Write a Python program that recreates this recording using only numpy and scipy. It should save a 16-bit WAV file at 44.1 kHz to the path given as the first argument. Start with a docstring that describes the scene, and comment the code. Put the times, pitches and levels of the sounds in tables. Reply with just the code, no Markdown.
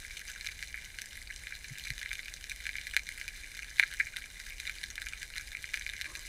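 """Snapping shrimp crackle and fizz over a weedy, rocky seabed, heard by a camera in a waterproof housing.
Each snap is a click coloured by the housing, strongest near 2 kHz, with a surface echo and rock scatter.
Water flow is shaped noise with a low rumble; the electronics whine as a thin comb of steady sines.
Near snaps stand out; the case takes soft bumps (swelling low tones), one small bubble pips,
and a faint rub near the end is a train of random slips through low case resonances."""
import sys
import numpy as np
from scipy import signal
from scipy.fft import rfft, irfft
from scipy.io import wavfile
from scipy.ndimage import uniform_filter1d

SR = 44100
rng = np.random.default_rng(int(sys.argv[2]) if len(sys.argv) > 2 else 0)


def unload_wav(signal):
    """Save mono or channel-first audio to the path in sys.argv[1] as 16-bit WAV at rate SR, clipped to [-1, 1]."""
    wavfile.write(
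        sys.argv[1],
        SR,
        np.round(np.clip(np.atleast_2d(signal).T, -1, 1) * 32767).astype(np.int16),
    )


N = 276939
SIZE = 2048  # samples in one snap or impulse response
TIME_S = np.arange(N) / SR
FREQ_HZ = np.arange(SIZE // 2 + 1) * SR / SIZE


def undb(db):
    """Decibels to amplitude gain."""
    return 10 ** (np.asarray(db) / 20)


def level(x, rms_db):
    """Scale to an rms level."""
    return x * undb(rms_db) / np.sqrt(np.mean(x ** 2))


def unit(x):
    """Scale to unit energy."""
    return x / np.linalg.norm(x)


def contour(hz, points):
    """Gain through (frequency [Hz], level [dB]) points, linear in dB over log frequency."""
    at_hz, db = np.transpose(points)
    return undb(np.interp(np.log(hz + 1), np.log(at_hz), db))


def fade(points):
    """Gain over time through (time [s], level [dB]) points."""
    at_s, db = np.transpose(points)
    return undb(np.interp(TIME_S, at_s, db))


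def resonances(modes):
    """Power sum of steep-sided resonances, as gain; each is 6 dB down half a width off centre."""
    power = 0
    for hz, width_hz, db in modes:
        detune = (FREQ_HZ - hz) / width_hz
        power = power + undb(db) ** 2 / (1 + 1.64 * detune ** 2) ** 4
    return np.sqrt(power)


def ring(gain):
    """Minimum-phase impulse response of a gain curve, by folding its cepstrum."""
    cepstrum = irfft(np.log(gain + 1e-5))
    cepstrum[1:SIZE // 2] *= 2
    cepstrum[SIZE // 2 + 1:] = 0
    return irfft(np.exp(rfft(cepstrum)))


def add(out, start_s, sound):
    """Mix a sound in at a time."""
    i = max(int(start_s * SR), 0)
    out[i:i + len(sound)] += sound[:max(N - i, 0)]


def walk(rate_hz):
    """Slow random drift of unit rms: held noise, smoothed twice."""
    k = int(SR / rate_hz)
    steps = np.repeat(rng.standard_normal(N // k + 1), k)
    smooth = uniform_filter1d(uniform_filter1d(steps, k), k)
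    return level(smooth[:N], 0)


# housing resonances: (frequency [Hz], width [Hz], relative level [dB])
HOUSING_MODES = [(860, 630, -31.5), (1317, 31, -17.5), (1663.5, 258, -1), (2102, 462, 0.5),
                 (2334, 239, 1.5), (2923, 580, -10.5), (3638, 370, -9.5), (4064, 480, -7.5),
                 (4874, 830, -14.5), (6020, 1310, -13.5), (7540, 1490, -18), (9510, 1300, -18.5),
                 (10870, 1250, -22.5), (12500, 1300, -25.5), (14300, 1800, -29.5)]


def housing_gain():
    """Gain of the waterproof housing, whose resonances every snap rings."""
    return resonances(HOUSING_MODES)


UPPER_RING_SHARE, UPPER_RING_DB = 0.55, 1.5  # 3.1-4.2 kHz ring follows the snap's treble
BODY_DB, BODY_DB_PER_DB = -4.5, 1.0  # low body grows as a snap gets closer and drier
SOAK_DB_PER_DB = 0.28  # weed soaks up the highest treble of wetter snaps


def snap_colour(top_db, wet_db, patchy_db):
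    """Path gain: weed and rock shade random bands, and distance thins the body and highest treble."""
    bands_hz = np.geomspace(1500, 15000, num=9)
    patches = np.interp(FREQ_HZ, bands_hz, rng.standard_normal(9))
    shade = undb(patchy_db * undb(wet_db) * patches)
    mid_db = UPPER_RING_SHARE * top_db + UPPER_RING_DB
    low_db = min(mid_db + 7, 0)  # the dullest snaps also lose the main ring's low skirt
    body_db = BODY_DB - BODY_DB_PER_DB * wet_db
    slant_db = SOAK_DB_PER_DB * wet_db
    points = [(500, low_db + BODY_DB), (950, low_db + body_db), (1250, low_db / 2),
              (1600, 0), (2300, 0.0047), (3100, mid_db), (4200, mid_db),
              (5200, top_db + slant_db), (12500, top_db - slant_db)]
    return contour(FREQ_HZ, points) * shade


ECHO_S, ECHO_BLUR_S = 0.0066, 0.00068  # mean surface path delay, ripple blur
RIPPLE_DB = -3  # rippled part of the echo, relative to its mirror part
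SMEAR_S, SCATTER_RISE_S, SCATTER_DECAY_S = 0.00048, 0.0054, 0.015


def snap(housing, top_db, wet_db, patchy_db, echo_db=-12, echo_spread=0.3, smear_db=0, scatter_db=-10.5):
    """Collapsing shrimp bubble by direct, glancing, surface and rock-scattered paths."""
    t = np.arange(SIZE) / SR
    response = ring(housing * snap_colour(top_db, wet_db, patchy_db))
    smear, ripple, scatter = rng.standard_normal((3, SIZE))

    def via(sound, paths):
        return unit(signal.fftconvolve(sound, paths)[:SIZE])

    # glancing paths blur the edge, more so for farther snaps
    glancing = unit(smear * t * np.exp(-t / SMEAR_S))
    click = via(response, (t == 0) + undb(smear_db + 2 * wet_db) * glancing)
    # the surface returns the click inverted
    lag_s = ECHO_S * (1 + echo_spread * (2 * rng.random() - 1))
    mirror = np.arange(SIZE) == int(lag_s * SR)
    rippled = unit(ripple * np.exp(-((t - lag_s) / ECHO_BLUR_S) ** 2))
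    echo = via(click, undb(RIPPLE_DB) * rippled - mirror)
    scatter_envelope = np.exp(-t / SCATTER_DECAY_S) * (1 - np.exp(-t / SCATTER_RISE_S))
    scattered = via(click, scatter * scatter_envelope)
    late = undb(echo_db) * echo + undb(scatter_db + wet_db / 2) * scattered
    return (click + late) / np.sqrt(np.mean(click[t < .0034] ** 2))  # unit rms early click


def colony(rate_hz, spread_db, ceiling_db, rms_db, top_db, variety_db, count, bunching_db):
    """Burrows of differing colour snap at random in loose bunches; most snaps are far and weak."""
    housing = housing_gain()
    burrows = [snap(housing, bright_db, 0, patchy_db=6)
               for bright_db in top_db + variety_db * np.linspace(-1, 1, count)]
    hit = rng.random(N) < rate_hz / SR * undb(bunching_db * walk(25))
    size_db = spread_db * rng.exponential(size=N)
    size = undb(ceiling_db * np.tanh(size_db / ceiling_db))
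    which = rng.integers(count, size=N)
    out = np.zeros(N)
    for i in np.flatnonzero(hit):
        add(out, i / SR, size[i] * burrows[which[i]])
    return level(out, rms_db)


# shared swell of ticks and fizz: (time [s], level [dB])
CRACKLE_SWELL = [(0.0, 2.5), (0.39, 0.5), (0.78, -2), (1.18, -0.7), (1.57, -1), (1.96, 1.4), (2.36, -1),
                 (2.75, 0.8), (3.14, -0.2), (3.53, -0.7), (3.92, 2.6), (4.32, 0.6), (4.71, 1.5), (5.1, 0),
                 (5.5, 1.1), (5.89, 1.5), (6.28, 1.2)]


def crackle():
    """Separate ticks from nearby rocks over the fizz of the whole reef, swelling and easing together."""
    # rms levels before the swell
    ticks = colony(rate_hz=150, spread_db=7.0, ceiling_db=16.0, rms_db=-50.0,
                   top_db=0, variety_db=13.5, count=90, bunching_db=0.75)
    fizz = colony(rate_hz=1100, spread_db=4.5, ceiling_db=13.5, rms_db=-53.5,
                  top_db=4, variety_db=11.5, count=40, bunching_db=3.5)
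    return (ticks + fizz) * fade(CRACKLE_SWELL)


# spectrum of flow and hiss: (frequency [Hz], relative density [dB per Hz])
FLOW_SPECTRUM = [(12, -11.5), (28, 2), (58, 0.5), (75, -7.5), (92, -10.5), (105, -13.5), (135, -17.5),
                 (190, -21.5), (300, -25.5), (600, -28), (1200, -32.5), (4000, -37), (9000, -28.5),
                 (16000, -43)]
FLOW_RMS_DB = -52.5


def flow():
    """Water sliding past the case: noise shaped to a low, steady rumble over an even hiss."""
    hz = np.arange(N // 2 + 1) * SR / N
    spectrum = rfft(rng.standard_normal(N)) * contour(hz, FLOW_SPECTRUM)
    return level(irfft(spectrum, N), FLOW_RMS_DB)


# comb of electronic lines: (frequency [Hz], rms level [dB])
WHINE_LINES = [(8430, -80), (8460, -79), (8490, -85), (8520, -82), (8550, -82)]


def whine():
    """Camera electronics: steady sines at random phases."""
    return sum(level(np.sin(2 * np.pi * (hz * TIME_S + rng.random())), db) for hz, db in WHINE_LINES)


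USUAL_DB, DRY_DB_PER_DB = -36, 0.59  # snaps louder than usual are closer and so drier
HIDDEN_DB_PER_DB = 0.23  # snaps dulled by rocks in the way carry more scatter
# near snaps, before the trims: (time [s], level [dB], treble [dB], surface echo [dB])
NEAR_SNAPS = [(0.41, -37.0, 6, -14), (0.4648, -35, -0.5, 3), (0.4886, -35.5, 0, -8),
              (0.6269, -33.5, 3, -6.5), (0.7429, -33.5, -25, -13), (0.776, -39.0, -11, -20),
              (0.987, -35, 1.5, -14), (1.018, -35.5, 13, -18), (1.1303, -44, 7, -14),
              (1.302, -40, -4.5, 3.5), (1.3617, -41, 26, -20), (1.4703, -36, -11, -10),
              (1.5236, -35.5, -26, -17), (1.8536, -38.5, 0, -10), (1.871, -35.5, 0, -10),
              (1.904, -30, -0.5, -13), (1.9801, -38, 0, -22), (2.015, -37.5, -2, -7),
              (2.0298, -34.5, -1, -11), (2.0598, -33, -13, -21), (2.1077, -38, -10, 6.5),
              (2.131, -34.5, 4, -4), (2.1538, -37.5, 3, -11), (2.1924, -35, -10, -8),
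              (2.2823, -36.5, -2, -6), (2.3395, -38, 6, -16), (2.4413, -38.5, 7, -15),
              (2.4966, -36.5, 8, -8), (2.5099, -40, 1, 7.5), (2.6551, -36.5, -1, -13),
              (2.6671, -30.5, -2, -12), (2.692, -31, -7, -12), (2.755, -33, -13, -22),
              (2.784, -32.5, -14, -19), (2.8692, -34, 1, -8), (2.9375, -34.5, -1, -3),
              (2.966, -19.5, 0, -6.5), (2.9936, -34.5, 2, -8), (3.0899, -33, 3.5, -18),
              (3.2136, -34, -3.5, -10), (3.28, -34, 2, -4), (3.5918, -35.5, 0, -12),
              (3.6242, -39.5, 5, 2.5), (3.7838, -37, 0, -12), (3.793, -38, -1, -20),
              (3.7969, -13.5, -9.5, -12), (3.8282, -24.5, -20, 3), (3.926, -38.5, -10, -3),
              (3.999, -30, -15, -14), (4.002, -21, -35, -3), (4.069, -37, -10, -22),
              (4.1626, -35.5, -2.5, 2.5), (4.2404, -39.5, -12, -14), (4.6008, -34.5, 4, -15),
              (4.669, -36.5, 2, 4.5), (4.6959, -31.5, -4, -11), (4.833, -38, 0, 6.5), (4.903, -39, 4, -4),
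              (4.9797, -33, -16, -6), (5.0182, -33.5, 0.5, -8), (5.068, -34, -9, -8),
              (5.0864, -38.5, 16, -8), (5.1343, -35, -12, -19), (5.23, -35, 5.5, -11),
              (5.3634, -36.5, -2, -5), (5.375, -36.5, 0.5, 4), (5.518, -40.5, -5, -5),
              (5.55, -33.0, -23, -26), (5.642, -33.0, -15, -18), (5.737, -36, -5, -20),
              (5.7416, -26.5, -4.5, -6.5), (5.7736, -34, -2, -16), (5.7954, -41, 21, -20),
              (5.8649, -30.5, -3.5, -23), (5.8916, -35, -3, 0), (5.936, -36, -16, -9),
              (6.0129, -31.5, 2.5, -3.5), (6.0564, -35.5, -16, -4), (6.1529, -35.5, 0, -4)]


def near_snaps(trim_db=0.85, treble_trim_db=-1.76, echo_trim_db=-0.5, rocks_db=-12.0):
    """Close shrimp; the closer a snap, the further it stands out from its scatter."""
    out, housing = np.zeros(N), housing_gain()
    for start_s, db, top_db, echo_db in NEAR_SNAPS:
        wet_db = DRY_DB_PER_DB * (USUAL_DB - db)
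        scatter_db = rocks_db - HIDDEN_DB_PER_DB * min(top_db, 0)
        sound = snap(housing, top_db + treble_trim_db, wet_db, patchy_db=2.5,
                     echo_db=echo_db + echo_trim_db, echo_spread=0.12,
                     smear_db=-2.5, scatter_db=scatter_db)
        add(out, start_s, undb(db + trim_db) * sound)
    return out


def blips(rows, octave_db=-np.inf):
    """Sines with an optional octave overtone, each swelling and dying under a skewed sine-squared."""
    out = np.zeros(N)
    for start_s, length_s, hz, db in rows:
        t = np.arange(int(length_s * SR)) / SR
        overtone = undb(octave_db) * np.sin(2 * np.pi * 2 * hz * t)
        tone = np.sin(2 * np.pi * hz * t) + overtone
        swell = np.sin(np.pi * (t / length_s) ** 0.78) ** 2
        add(out, start_s, undb(db) * swell * tone)
    return out


# soft bumps: (start [s], length [s], pitch [Hz], fundamental's amplitude [dB])
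CASE_BUMPS = [(1.704, 0.038, 132, -39), (1.899, 0.033, 127, -38.5), (1.9, 0.046, 42, -38.5)]


def bumps():
    """Soft knocks on the case: brief low tones with a weak octave."""
    return blips(CASE_BUMPS, octave_db=-23)


# small bubble: (start [s], length [s], pitch [Hz], amplitude [dB])
FREED_BUBBLES = [(4.1385, 0.011, 1520, -42)]


def bubbles():
    """A small bubble breaking free: one brief pure tone."""
    return blips(FREED_BUBBLES)


# low case resonances: (frequency [Hz], width [Hz], relative level [dB])
RUB_RESONANCES = [(324, 94, -0.5), (597, 130, -4.5), (930, 130, -9), (1070, 170, -2), (1220, 190, -6)]
# rub loudness: (time [s], level [dB])
RUB_LEVEL = [(6.03, -86), (6.05, -61.5), (6.12, -57.5), (6.145, -64), (6.17, -59), (6.21, -66), (6.27, -82)]


def rub(slip_rate_hz=500):
    """Something rubs the case: dense random slips stir its low resonances."""
    slip = rng.random(N) < slip_rate_hz / SR
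    slips = slip * rng.uniform(0.56, 1, N) * rng.choice([-1, 1], N)
    body = signal.fftconvolve(slips, ring(resonances(RUB_RESONANCES)))[:N]
    started = TIME_S > RUB_LEVEL[0][0]
    return level(body, 0) * fade(RUB_LEVEL) * started


def scene():
    """Sum of all sources at one microphone inside the housing."""
    mix = crackle() + flow() + whine() + near_snaps() + bumps() + bubbles() + rub()
    return mix[None]


def record(dry):
    """The camera cuts the top: steep elliptic low-pass."""
    lowpass = signal.ellip(8, .2, 70, 15500, fs=SR, output="sos")  # ripple, stopband [dB], edge [Hz]
    return signal.sosfilt(lowpass, dry)


dry = scene()
out = record(dry)
unload_wav(out)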